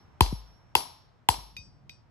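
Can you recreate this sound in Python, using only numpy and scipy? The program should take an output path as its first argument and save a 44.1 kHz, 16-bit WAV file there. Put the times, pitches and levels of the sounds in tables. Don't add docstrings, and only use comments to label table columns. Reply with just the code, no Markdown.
import sys
import numpy as np
from scipy import signal
from scipy.io import wavfile

SR = 44100
rng = np.random.default_rng(int(sys.argv[2]) if len(sys.argv) > 2 else 0)


def log_audio(samples):
    frames = np.atleast_2d(samples).T
    limited = np.clip(frames, -1, 1)
    pcm = np.round(limited * 32767).astype(np.int16)
    wavfile.write(sys.argv[1], SR, pcm)


N = 92610
AGE = np.arange(int(1.1 * SR)) / SR


def from_db(db):
    return 10 ** (np.asarray(db) / 20)


def at_hz(points, hz, axis=1):
    table = np.array(points)
    return np.interp(np.log(hz), np.log(table[:, 0]), table[:, axis])


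def add(out, s, sound):
    start = int(round(s * SR))
    part = sound[:, max(-start, 0):max(N - start, 0)]
    first = max(start, 0)
    out[:, first:first + part.shape[1]] += part


def place(x, pan_db, lag_s=0):
    left = x * from_db(pan_db / 2)
    right = np.interp(AGE - lag_s, AGE, x, left=0) * from_db(-pan_db / 2)
    return np.array([left, right])


def pan_gains(pan_db):
    return from_db([[pan_db / 2], [-pan_db / 2]])


def swell(peak_s, shape=1):
    return (AGE / peak_s * np.exp(1 - AGE / peak_s)) ** shape + 1e-18


def band_filter(low_hz, high_hz):
    return signal.butter(2, [low_hz, high_hz], "band", fs=SR, output="sos")


def bands(low_hz):
    steps_down = np.arange(int(3 * np.log2(16500 / low_hz)), -1, -1)
    edges = 16500 / 2 ** (steps_down / 3)
    return [(np.sqrt(a * b), 2 * (b - a) / SR, band_filter(a, b)) for a, b in zip(edges, edges[1:])]


def stereo_noise(size, likeness):
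    mid, side = rng.standard_normal((2, size))
    c = np.clip(likeness, -1, 1)
    return np.sqrt((1 + c) / 2) * mid + np.sqrt((1 - c) / 2) * side * np.array([[1], [-1]])


WAVER, WAVER_HZ, WAVER_GROW_S = .55, 22, 0.0073


def waver():
    knots = np.arange(80) / max(WAVER_HZ, 1)
    paths = rng.standard_normal((2, len(knots))) + 1j * rng.standard_normal((2, len(knots)))
    drift = np.array([np.interp(AGE, knots, path) for path in paths])
    return 1 + WAVER / np.sqrt(2) * (1 - np.exp(-AGE / WAVER_GROW_S)) * drift


RING_LAG_S = .00005


def ring(pitches, modes):
    out = 0
    for hz, (db, t60, pan) in zip(pitches, modes):
        partial = from_db(db - 60 * AGE / t60) * np.exp(2j * np.pi * hz * AGE)
        right_lag = np.array([[1], [np.exp(-2j * np.pi * hz * RING_LAG_S)]])
        out = out + np.imag(partial * pan_gains(pan) * right_lag * waver())
    return out


CLUSTER_LOW_HZ, CLUSTER_HIGH_HZ = 2913, 9780
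CLUSTER_DB, CLUSTER_T60_S, CLUSTER_DB_PER_OCTAVE = -51, 0.4, -4.5


def cluster(count=36):
    out = 0
    for k, (offset, left, right) in enumerate(rng.random((count, 3))):
        hz = CLUSTER_LOW_HZ * (CLUSTER_HIGH_HZ / CLUSTER_LOW_HZ) ** ((k + offset) / count)
        gain = from_db(CLUSTER_DB_PER_OCTAVE * np.log2(hz / CLUSTER_LOW_HZ))
        phase = np.array([[left], [right]])
        out = out + gain * np.sin(2 * np.pi * (hz * AGE + phase))
    return out * from_db(CLUSTER_DB - 60 * AGE / CLUSTER_T60_S)


ROOM_DB, ROOM_DELAY_S, ROOM_LIKENESS, ROOM_PAN_DB = 3, .012, 0.25, 3
EARLY_DB, EARLY_T60_S = 2, .13
# (f/Hz, relative level/dB per Hz, t60/s)
ROOM_TAIL = [(150, -4.5, .5), (350, 0, .45), (594, -3, .45), (910, 11.5, .5), (1160, -3, 0.7),
             (1450, -10.5, 0.32), (2060, -7.5, 0.53), (3550, -3.5, 0.6), (5160, -2, 0.6),
             (6900, -9.5, 0.14), (9300, -11.5, 0.33), (12500, -20, 0.38), (16000, -35, .2)]


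def workshop():
    out, since = 0, np.maximum(AGE - ROOM_DELAY_S, 0)
    for hz, share, sos in bands(120):
        tail = from_db(-60 * since / at_hz(ROOM_TAIL, hz, axis=2))
        early = from_db(EARLY_DB - 60 * since / EARLY_T60_S)
        decay = (tail + early) * (AGE > ROOM_DELAY_S)
        noise = stereo_noise(len(AGE), ROOM_LIKENESS) * decay / np.linalg.norm(decay)
        out = out + from_db(at_hz(ROOM_TAIL, hz)) * signal.sosfilt(sos, noise)
    return out * from_db(ROOM_DB) * pan_gains(ROOM_PAN_DB)


PAN_DB, RIGHT_LAG_S = 3.6, 0.00016
WALL_EDGE_HZ = 5000
# (t/s, crack level/dB,
# crack brightness/dB per octave, knock level/dB, knock f/Hz, base note level/dB, shaft level/dB,
# glove damping of the shaft/dB per s, hub level/dB, race level/dB, room level/dB)
HAMMER_BLOWS = [(-.335, 0, 11, 0, 960, -2.5, -1.5, 13.5, 1, -11, 1),
                (0.2069, 0, 2, 0.5, 957.7, 8, -5, 0.5, -2.5, -10, 1.5),
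                (0.7518, 1.5, -0.5, -2, 931.4, -8, 1.5, 47, -3, -9.5, 1.5),
                (1.2875, .5, 2, -0.5, 907, 0, -0.5, 29.5, -6, -0.5, 0.5)]
# (f/Hz, relative level/dB per Hz)
CRACK_COLOUR = [(400, 5), (700, -14.5), (1400, -1), (2200, 2.5), (3100, 13.5), (4200, -8), (6500, -9.5),
                (8000, -8), (11000, -6), (14500, -4), (16000, -16.5)]
# (f/Hz, t60/s)
SHAFT_RINGING = [(5546, .95), (5572, .55), (10912, .55), (11141, .42), (14650, .5)]
# (relative level/dB, left-right/dB)
SHAFT_STRENGTH = [(-43, -3), (-43.5, 1), (-37.5, -2.5), (-36, 13), (-56, 9.5)]
HUB_PITCHES = (3340, 4121, 4553, 4645, 4757, 4983)
# (relative level/dB, t60/s, left-right/dB)
HUB_RINGING = [(-49.5, 0.44, 4.1), (-36, .38, 6), (-42.5, 0.43, 9.3), (-35.5, .28, 9), (-34, 0.2, 8),
               (-30, 0.14, 9)]
RACE_PITCHES = (7531, 7940, 8597)
# (relative level/dB, t60/s, left-right/dB)
RACE_RINGING = [(-38.5, 0.15, 0), (-31, 0.16, -0.88), (-45.5, 0.13, -2)]
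# (delay t/s, relative level/dB)
WALL_ECHOES = [(0.0134, -25.5), (0.0538, -25.5)]


def blows():
    out, room, grain = np.zeros((2, N)), workshop(), cluster()
    wall = signal.butter(1, WALL_EDGE_HZ, fs=SR, output="sos")
    shaft_pitches = [hz for hz, t60 in SHAFT_RINGING]
    shaft = [(db, t60, pan) for (hz, t60), (db, pan) in zip(SHAFT_RINGING, SHAFT_STRENGTH)]
    for (s, crack_db, bright_db, knock_db, knock_hz, base_db,
         shaft_db, grip_db, hub_db, race_db, room_db) in HAMMER_BLOWS:
        colour = [(f, db + bright_db * np.log2(f / CRACK_CENTRE_HZ)) for f, db in CRACK_COLOUR]
        body = from_db(knock_db) * knock(knock_hz) + from_db(base_db) * base_note()
        hit = from_db(crack_db) * crack(colour) + place(body, PAN_DB, RIGHT_LAG_S)
        steel = from_db(shaft_db - max(grip_db, 0) * AGE) * ring(shaft_pitches, shaft)
        steel = steel + from_db(hub_db) * ring(HUB_PITCHES, HUB_RINGING)
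        steel = steel + from_db(race_db) * ring(RACE_PITCHES, RACE_RINGING)
        add(out, s, hit + steel + grain + from_db(room_db) * room)
        for delay_s, echo_db in WALL_ECHOES:
            add(out, s + delay_s, from_db(echo_db) * signal.sosfilt(wall, hit))
    return out


BACKGROUND_LIKENESS = 0.3
# (f/Hz, relative level/dB per Hz)
BACKGROUND_COLOUR = [(25, -9.5), (50, -1.5), (120, 2), (200, -8), (400, -16), (900, -13.5), (1600, -21),
                     (3000, -31), (6000, -40.5), (9000, -50.5), (16000, -56.5)]
# (t/s, level/dB)
BACKGROUND_LEVEL = [(0, -57.5), (.7, -59), (1.2, -62), (1.65, -63), (2.1, -62.5)]


def background():
    noise = 0
    for hz, share, sos in bands(20):
        band = signal.sosfilt(sos, stereo_noise(N, BACKGROUND_LIKENESS))
        noise = noise + from_db(at_hz(BACKGROUND_COLOUR, hz)) * band
    level_db = np.interp(np.arange(N) / SR, *np.transpose(BACKGROUND_LEVEL))
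    return noise / noise.std() * from_db(level_db)


THUMP_START_HZ, THUMP_END_HZ, THUMP_FALL_S = 650, 27.8, 0.0017
SWAY_HZ, SWAY_PEAK_S, SWAY_SHAPE = 51.8, .06, 1.2
BASS_PAN_DB, BASS_LEAD_RAD = 3.4, .6
# (t/s, relative level/dB, time to peak t/s,
# after-shake relative level/dB)
CARDBOARD_THUMPS = [(0.2064, -15, 0.015, -31), (0.3254, -23.5, 0.0051, -67), (0.7529, -36.5, 0.0093, -67),
                    (1.2869, -26.5, 0.011, -42.5), (1.379, -44.5, 0.0076, -54.5),
                    (1.584, -44.5, 0.013, -57)]


def thumps():
    out, lead = np.zeros((2, N)), np.array([[0], [BASS_LEAD_RAD]])
    hz = THUMP_END_HZ + (THUMP_START_HZ - THUMP_END_HZ) / (1 + AGE / THUMP_FALL_S)
    thud = np.sin(2 * np.pi * np.cumsum(hz) / SR + lead)
    sway = swell(SWAY_PEAK_S, SWAY_SHAPE) * np.sin(2 * np.pi * SWAY_HZ * AGE + lead)
    for s, db, peak_s, sway_db in CARDBOARD_THUMPS:
        add(out, s, from_db(db) * swell(peak_s) * thud + from_db(sway_db) * sway)
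    return out * pan_gains(BASS_PAN_DB)


CRACK_DB, CRACK_PEAK_S, CRACK_RING_DB, CRACK_RING_S = 9.5, .00065, -19, .007
CRACK_CENTRE_HZ, CRACK_RING_DB_PER_OCTAVE = 3370, 4.5
CRACK_LIKENESS, CRACK_PAN_DB, CRACK_LAG_S = 0.9, 1.2, .00013


def crack(colour):
    out = 0
    for hz, share, sos in bands(300):
        ring_db = CRACK_RING_DB + CRACK_RING_DB_PER_OCTAVE * np.log2(hz / CRACK_CENTRE_HZ)
        shape = swell(CRACK_PEAK_S) + from_db(ring_db) * np.exp(-AGE / CRACK_RING_S)
        burst = signal.sosfilt(sos, shape * stereo_noise(len(AGE), CRACK_LIKENESS))
        burst = burst / np.linalg.norm(burst, axis=1, keepdims=True)
        out = out + burst * np.sqrt(share) * from_db(at_hz(colour, hz))
    placed = [place(side, CRACK_PAN_DB, CRACK_LAG_S)[k] for k, side in enumerate(out)]
    return from_db(CRACK_DB) * np.array(placed)


KNOCK_DB, KNOCK_PEAK_S, KNOCK_SHAPE = -6, 0.003, 4.3


def knock(hz):
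    return from_db(KNOCK_DB) * swell(KNOCK_PEAK_S, KNOCK_SHAPE) * np.sin(2 * np.pi * hz * AGE)


BODY_HZ, BODY_DB, BODY_PEAK_S = 365.8, -25.5, 0.0021


def base_note():
    return from_db(BODY_DB) * swell(BODY_PEAK_S) * np.sin(2 * np.pi * BODY_HZ * AGE)


CLINK_LOW_HZ, CLINK_HIGH_HZ = 2100, 5460
# (t/s, ring relative level/dB, tick relative level/dB,
# extra level of the lowest mode/dB, glove damping/dB per s with negatives as none,
# room relative level/dB)
DRIVER_CLINKS = [(1.5663, -2, -34, -2.5, -6, -27), (1.8946, -7.5, -33, -6, 46, -26)]
# (f/Hz, relative level/dB per Hz)
TICK_COLOUR = [(600, -33.5), (1400, -18), (1800, -25), (2400, 21.5), (3300, 9), (5000, 12.5), (7500, -9),
               (10000, -31), (13500, -2), (16000, -13)]
LOOSE_PITCHES = (2484, 2503, 3763, 4557, 4638, 4757, 5548, 6040, 7940, 12520)
# (relative level/dB, t60/s, left-right/dB)
LOOSE_RINGING = [(-34, .15, 3), (-60, 0.35, 10), (-46.5, 0.14, 7.5), (-61, 0.28, 13), (-50, 0.28, 4),
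                 (-49.5, 0.42, 7.5), (-53, 0.52, 3.5), (-59, 0.26, -20), (-59.5, 0.43, 0), (-54, 0.079, 3)]


def clinks():
    out = np.zeros((2, N))
    room = signal.sosfilt(band_filter(CLINK_LOW_HZ, CLINK_HIGH_HZ), workshop())
    for s, ring_db, tick_db, low_db, grip_db, room_db in DRIVER_CLINKS:
        steel = from_db(low_db) * ring(LOOSE_PITCHES[:1], LOOSE_RINGING[:1])
        steel = steel + ring(LOOSE_PITCHES[1:], LOOSE_RINGING[1:])
        damped = from_db(ring_db - max(grip_db, 0) * AGE) * steel
        add(out, s, damped + from_db(tick_db) * crack(TICK_COLOUR) + from_db(room_db) * room)
    return out


RUMBLE_S, RUMBLE_WIDTH_S, RUMBLE_DB = 1.76, 0.32, -58.5
RUMBLE_LOW_HZ, RUMBLE_HIGH_HZ = 70, 178


def rumble():
    noise = stereo_noise(N, BACKGROUND_LIKENESS)
    noise = signal.sosfilt(band_filter(RUMBLE_LOW_HZ, RUMBLE_HIGH_HZ), noise)
    envelope = np.exp(-((np.arange(N) / SR - RUMBLE_S) / RUMBLE_WIDTH_S) ** 2)
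    return from_db(RUMBLE_DB) * noise / noise.std() * envelope


def scene():
    return blows() + background() + thumps() + clinks() + rumble()


TREBLE_EDGE_HZ, CUTOFF_HZ = 14700, 16800


def record(dry):
    rounded = dry / (1 + (dry / .92) ** 6) ** (1 / 6)
    dulled = signal.sosfilt(signal.butter(10, TREBLE_EDGE_HZ, fs=SR, output="sos"), rounded)
    return signal.sosfilt(signal.cheby2(12, 60, CUTOFF_HZ, fs=SR, output="sos"), dulled)


dry = scene()
out = record(dry)
log_audio(out)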